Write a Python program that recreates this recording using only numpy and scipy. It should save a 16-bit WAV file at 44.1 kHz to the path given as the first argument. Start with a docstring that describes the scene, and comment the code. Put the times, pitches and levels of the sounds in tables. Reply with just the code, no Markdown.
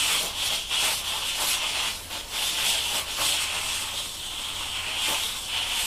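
"""A steam wand sweeps over a vinyl cushion in a small workshop, heard by one microphone.
The turbulent jet hisses, rings in the gap between nozzle and vinyl, and roars where it strikes;
all three shift as the hand moves. Nearby surfaces send short echoes to the microphone,
and behind the steam lie the low rumble of the room and the hum of a machine."""
import sys
import numpy as np
from scipy import signal
from scipy.fft import rfft, irfft
from scipy.io import wavfile
from scipy.ndimage import uniform_filter1d

SR = 44100
rng = np.random.default_rng(int(sys.argv[2]) if len(sys.argv) > 2 else 0)


def master(y):
    """Save y as 16-bit WAV."""
    cut = np.clip(np.atleast_2d(y).T, -1, 1)
    pcm = np.round(cut * 32767)  # scale
    wavfile.write(sys.argv[1], SR, pcm.astype(np.int16))


N = 258558
SIZE, HOP = 512, 128  # samples in a frame, and between frames
HZ = np.fft.rfftfreq(SIZE, 1 / SR)
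FRAME_S = np.arange(N // HOP + 5) * HOP / SR

# room tone at the microphone: f/Hz, relative level/dB
RUMBLE_COLOUR = [(10, -3.5), (25, -1), (45, -2), (65, -7), (120, -13.5), (250, -14), (600, -22),
                 (2000, -43), (12000, -29.5)]
# a machine humming in the background: t/s, relative level/dB
HUM_LEVEL = [(0.0, -48.5), (0.26, -61), (0.31, -44.5), (0.65, -58.5), (1.08, -48), (1.57, -58.5),
             (2.12, -49.5), (2.19, -57.5), (3.87, -48), (4.39, -59), (4.65, -49.5), (5.48, -56.5),
             (5.52, -52), (5.86, -57)]
# echoes off nearby surfaces: delay/s, gain against the direct sound
ECHOES = [(.00093, 0.056), (.0034, 0.1), (.0067, 0.093), (.0094, 0.056), (.0100, 0.065), (0.0145, 0.038)]
# the jet swells and sinks as the wand is rubbed to and fro: t/s, flow/dB, gap ring/dB
WAND_STROKES = [(0.0, -29.5, -24.5), (0.16, -29, -28.5), (0.24, -30.5, -37), (0.33, -40.5, -39.5),
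                (0.39, -34, -30), (0.47, -28, -29.5), (0.5, -34, -29.5), (0.55, -31, -30),
                (0.65, -40.5, -40.5), (0.68, -39, -38), (0.73, -32.5, -25), (0.86, -27.5, -28),
                (0.98, -32, -34), (1.03, -39.5, -40), (1.08, -33.5, -29.5), (1.21, -35, -34),
                (1.29, -32, -28), (1.34, -35.5, -33), (1.42, -28.5, -32), (1.47, -29.5, -33),
                (1.52, -25.5, -28.5), (1.6, -35.5, -33), (1.65, -33, -27.5), (1.71, -32, -33),
                (1.88, -32.5, -28.5), (1.99, -39.5, -48), (2.09, -45, -49), (2.12, -38, -36),
                (2.17, -37, -35.5), (2.22, -41.5, -47), (2.28, -41, -47), (2.33, -35.5, -35),
                (2.45, -29, -27.5), (2.55, -32.5, -32), (2.69, -27.5, -28), (2.81, -34, -29.5),
                (2.99, -29.5, -31), (3.05, -40.5, -45), (3.1, -35.5, -30), (3.15, -34.5, -40),
                (3.26, -26.5, -28), (3.38, -33.5, -28), (3.43, -30.5, -33), (3.49, -36.5, -32),
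                (3.74, -32, -30.5), (3.83, -34, -34.5), (3.93, -39, -34.5), (3.98, -35.5, -33),
                (4.11, -38, -40.5), (4.29, -40.5, -36), (4.96, -39, -31), (5.07, -31, -26.5),
                (5.19, -33, -32.5), (5.27, -35, -28.5), (5.3, -37, -33.5), (5.45, -39.5, -40),
                (5.58, -36.5, -27.5), (5.66, -37, -31), (5.81, -31, -27), (5.86, -33.5, -28)]
# pitch of the gap, which falls as the nozzle tilts away from the vinyl: t/s, f/Hz
GAP_PITCH = [(0.0, 3120), (0.15, 2950), (0.23, 3240), (0.85, 3060), (0.93, 3270), (1.84, 3020),
             (2.02, 3270), (3.34, 3120), (3.48, 2860), (4.11, 3350), (4.62, 3200), (4.9, 2830),
             (4.99, 3100), (5.17, 2960), (5.24, 3320), (5.43, 3300), (5.56, 3020), (5.86, 3040)]
# how well the nozzle radiates the gap ring: f/Hz, gain/dB
NOZZLE_RESPONSE = [(2000, -3.5), (3000, 0), (3550, 0.5), (3800, -0.5), (4500, 1)]
# spectra of the steam's hiss, top fizz, spray and low puff: f/Hz, relative level/dB
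HISS_COLOUR = [(1500, -23), (2600, -7), (4100, 1), (4700, 0.5), (5500, -.5), (6500, -3.5), (7500, -2.5),
               (9000, -4.5), (10500, -8), (13000, -23.5)]
FIZZ_COLOUR = [(6000, -19), (9000, -4), (10500, 0.5), (12000, -0.5), (13200, -11), (15000, -15),
               (16000, -2.5)]
SPRAY_COLOUR = [(700, -67), (1300, -1), (1700, -5), (2050, -3), (2400, 0), (2700, 3), (3300, -12),
                (5000, -35)]
PUFF_COLOUR = [(60, -43), (170, -4), (330, -5.5), (450, 2), (580, 3.5), (750, -3.5), (1100, -8.5),
               (2000, -12)]
# top fizz and thin sizzle against the rest of the jet: t/s, gain/dB
FIZZ_LIFT = [(0.0, 1), (0.78, -2), (0.96, 2.5), (1.35, -0.5), (1.48, 5.5), (1.6, -9), (1.86, -2), (2.05, 8),
             (2.22, -5), (2.36, 1.5), (2.58, -1.5), (2.67, 2), (2.818, 0), (4.85, 0), (5.07, 2), (5.4, 2),
             (5.61, 0), (5.86, 5.5)]
SIZZLE_LIFT = [(0.0, 2), (0.36, -5.0), (0.84, -0.5), (2.61, -12), (2.67, 0.5), (3.0, -1), (3.09, -10.5),
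               (3.301, 1.5), (3.96, 5.5), (4.44, 9.5), (5.22, 0.5), (5.4, 9), (5.612, -1), (5.86, 2)]
# how each named part follows the wand:
# base level/dB, slope with flow/(dB/dB), with ring/(dB/dB), with fall of gap pitch/(dB/kHz)
PART_RESPONSE = {"hiss": (-36, 1.0, 0.01, 1.5), "fizz": (-41.5, 1.29, 0.09, -8),
                 "sizzle": (-43.5, 1.35, 0.34, 0), "spray": (-41, 0.32, 0.28, 9.5),
                 "roar": (-43.5, -0.02, 0.4, 5.5), "puff": (-47, 0.75, -0.34, -7)}
# the jet hits the cushion squarely: t/s, length/s, roar/dB, puff/dB, spray/dB
BLASTS = [(0.097, 0.059, -38.5, -36, -45), (0.213, 0.053, -40.5, -34.5, -50), (0.508, 0.027, -41, -41, -40),
          (0.715, 0.012, -37, -46, -35), (0.829, 0.082, -36, -37.5, -33), (1.1, 0.15, -41, -70, -44),
          (1.388, 0.055, -35, -36.5, -35.5), (1.625, 0.03, -37.5, -42, -46), (1.729, 0.17, -38.5, -54, -39),
          (2.107, 0.053, -47, -47, -42), (2.33, 0.093, -42.5, -59, -42), (2.586, 0.085, -41.5, -43, -33.5),
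          (2.912, 0.098, -40.5, -37.5, -37.5), (3.183, 0.04, -31.5, -33.5, -35),
          (3.532, 0.07, -61, -45, -36), (5.084, 0.043, -34, -34.5, -40)]
# the nozzle presses into the vinyl: t/s, length/s, gain/dB
CHOKES = [(0.607, 0.082, -6), (1.98, 0.09, -0.5), (4.046, 0.27, -3), (5.388, 0.074, -2.5)]
# the wand held upright at its usual strength
USUAL_FLOW_DB, USUAL_RING_DB, UPRIGHT_HZ = -34.5, -33, 3190


def gain_of(db):
    """Decibels to amplitude."""
    return 10 ** (np.asarray(db) / 20)


def unit_rms(x):
    """Scales to rms 1."""
    return x / np.sqrt(np.mean(x ** 2) + 1e-20)


def unit_power(spectrum):
    """Scales a spectrum so that noise of this shape has rms 1."""
    return spectrum / np.sqrt(np.mean(spectrum ** 2, axis=-1, keepdims=True))


def colour(points, hz=HZ):
    """A spectrum of unit power through the points, joined on a log-frequency axis."""
    f, db = np.transpose(points)
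    return unit_power(gain_of(np.interp(np.log(hz + 1), np.log(f + 1), db)))


def curve(rows, column=1):
    """One column of a time table at every frame."""
    columns = np.transpose(rows)
    return np.interp(FRAME_S, columns[0], columns[column])[:, None]


def resonance(hz, width_hz, steep):
    """A broad peak of unit power."""
    return unit_power((1 + (2 * (HZ - hz) / width_hz) ** 4) ** (-steep / 4))


def wander(count, rate, corner_hz):
    """Slow random drift of rms 1, sampled at the given rate."""
    f = np.fft.rfftfreq(count, 1 / rate)
    spectrum = rfft(rng.standard_normal(count)) / (1 + (f / corner_hz) ** 2)
    return unit_rms(irfft(spectrum, count))


def shaped_noise(field):
    """White noise through a gain field of frames x bins."""
    noise = signal.stft(rng.standard_normal(N), nperseg=SIZE, noverlap=SIZE - HOP)[2]
    coloured = noise * field[:noise.shape[1]].T
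    return signal.istft(coloured, nperseg=SIZE, noverlap=SIZE - HOP)[1][:N]


def room_rumble(level_db):
    """Room tone: steady, low noise behind everything else."""
    spectrum = rfft(rng.standard_normal(N)) * colour(RUMBLE_COLOUR, np.fft.rfftfreq(N, 1 / SR))
    return gain_of(level_db) * unit_rms(irfft(spectrum, N))


def machine_hum(pitch_hz, trim_db):
    """A machine in the room hums one low tone that wavers in pitch and level."""
    hz = pitch_hz + 1.207 * wander(N, SR, corner_hz=3.22)
    level_db = np.interp(np.arange(N) / SR, *np.transpose(HUM_LEVEL))
    waver_db = 1.5 * wander(N, SR, corner_hz=7.1)
    tone = unit_rms(np.sin(2 * np.pi * np.cumsum(hz) / SR))
    return gain_of(level_db + waver_db + trim_db) * tone


def workshop(direct, t60_s, tail_db):
    """Table, floor and wall echo to the microphone, then a short tail; the overall level is kept."""
    t = np.arange(SR // 3) / SR
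    decay = gain_of(-60 * t / t60_s) * (t > .004)
    tails = rng.standard_normal((4, len(t))) * decay
    tails /= np.linalg.norm(tails, axis=1, keepdims=True)
    # as the wand moves, each path through the room carries a drifting share of the sound
    shares = np.array([1 + 2.6 * wander(N, SR, corner_hz=1.2) for _ in tails])
    shares /= np.linalg.norm(shares, axis=0)
    late = signal.fftconvolve(shares * direct, tails, axes=1)[:, :N].sum(axis=0)
    early = sum(gain * np.pad(direct, (round(delay * SR), 0))[:N] for delay, gain in ECHOES)
    return np.std(direct) * unit_rms(direct + early + gain_of(tail_db) * late)


def flutter(depth_db, corner_hz):
    """Gain of a turbulent flow, frame by frame."""
    return gain_of(depth_db * wander(len(FRAME_S), SR / HOP, corner_hz))[:, None]


def eddies(depth_db, frames):
    """Eddies in the stream: brief random patches of gain, some hundred Hz wide."""
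    patches = rng.standard_normal((len(FRAME_S), len(HZ)))
    patches = uniform_filter1d(patches, size=frames, axis=0)
    patches = uniform_filter1d(patches, size=7, axis=1)
    return gain_of(depth_db * unit_rms(patches))


def choke(edge_s):
    """Gain of the steam escaping along the vinyl, which dips as the nozzle presses in."""
    dips_db = [db * np.interp(FRAME_S, [t - edge_s, t, t + length, t + length + edge_s], [0, 1, 1, 0])
               for t, length, db in CHOKES]
    return gain_of(sum(dips_db))[:, None]


def blasts(attack_s, release_s):
    """Gains of roar, puff and spray in square hits: each rises quickly, holds and dies away."""
    gains = np.zeros((3, len(FRAME_S)))
    for start, length, *levels_db in BLASTS:
        t = FRAME_S - start
        rise = np.clip(1 + t / attack_s, 0, 1)
        fall = np.exp(-np.maximum(t - length, 0) / release_s)
        gains += np.outer(gain_of(levels_db), rise * fall)
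    return gains[..., None]


def struck_cushion(gain):
    """Spectra of steam striking vinyl: a wide spray, a drifting hollow roar and a low puff."""
    blast_roar, blast_puff, blast_spray = blasts(attack_s=0.013, release_s=0.024)
    escape = choke(edge_s=0.022)
    spray = np.hypot(escape * gain["spray"], blast_spray) * colour(SPRAY_COLOUR)
    puff = np.hypot(escape * gain["puff"], blast_puff) * colour(PUFF_COLOUR)
    hollow_hz = 965 + 59.4 * wander(len(FRAME_S), SR / HOP, corner_hz=6.6)[:, None]
    hollow = resonance(hollow_hz, width_hz=323, steep=1.34)
    roar = np.hypot(escape * gain["roar"], blast_roar) * hollow
    return spray, roar * flutter(depth_db=0.75, corner_hz=17), puff


def gap_ring(ring_db, gap_hz, fall_khz, extra_flow_db):
    """Spectrum of the nozzle gap: lower and wider as the nozzle tilts, purer in a gentle flow."""
    width_hz = np.maximum(845 + 360 * fall_khz + 7 * extra_flow_db, 200)
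    radiated = unit_power(resonance(gap_hz, width_hz, steep=1.9) * colour(NOZZLE_RESPONSE))
    return gain_of(ring_db + 0.04) * radiated * flutter(depth_db=0.92, corner_hz=25)


def free_jet(gain):
    """Spectra of the turbulent stream itself: a broad hiss, a top fizz and a thin sizzle."""
    hiss = gain["hiss"] * colour(HISS_COLOUR)
    fizz = gain["fizz"] * gain_of(curve(FIZZ_LIFT)) * colour(FIZZ_COLOUR)
    sizzle = gain["sizzle"] * gain_of(curve(SIZZLE_LIFT)) * resonance(hz=8230, width_hz=860, steep=0.91)
    return hiss, fizz, sizzle


def steam_wand():
    """Turbulent steam takes the colour of the free jet, the struck cushion and the nozzle gap."""
    flow_db, ring_db = curve(WAND_STROKES, column=1), curve(WAND_STROKES, column=2)
    extra_flow_db, extra_ring_db = flow_db - USUAL_FLOW_DB, ring_db - USUAL_RING_DB
    gap_hz = curve(GAP_PITCH)
    fall_khz = (UPRIGHT_HZ - gap_hz) / 1000
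    # a stronger flow is brighter; a tilted nozzle trades top fizz for a wide spray along the vinyl
    gain = {name: gain_of(db + by_flow * extra_flow_db + by_ring * extra_ring_db + by_tilt * fall_khz)
            for name, (db, by_flow, by_ring, by_tilt) in PART_RESPONSE.items()}
    parts = [*free_jet(gain), *struck_cushion(gain), gap_ring(ring_db, gap_hz, fall_khz, extra_flow_db)]
    field = np.sqrt(sum(part ** 2 for part in parts))
    # the whole stream sputters together
    sputter = flutter(depth_db=0.74, corner_hz=38.8) * eddies(depth_db=1.13, frames=14)
    return shaped_noise(field * sputter)


def scene():
    """The wand in the workshop, over rumble and hum; one microphone feeds both channels."""
    steam = workshop(steam_wand(), t60_s=0.14, tail_db=-6.5)
    mono = steam + room_rumble(level_db=-46.5) + machine_hum(pitch_hz=85.6, trim_db=-1.0)
    return np.array([mono, mono])


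def record(dry):
    """The recorder cuts the treble above 15.3 kHz."""
    lowpass = signal.firwin(511, 15300, window=("kaiser", 9), fs=SR)
    return signal.oaconvolve(dry, lowpass[None], "same")


dry = scene()
out = record(dry)
master(out)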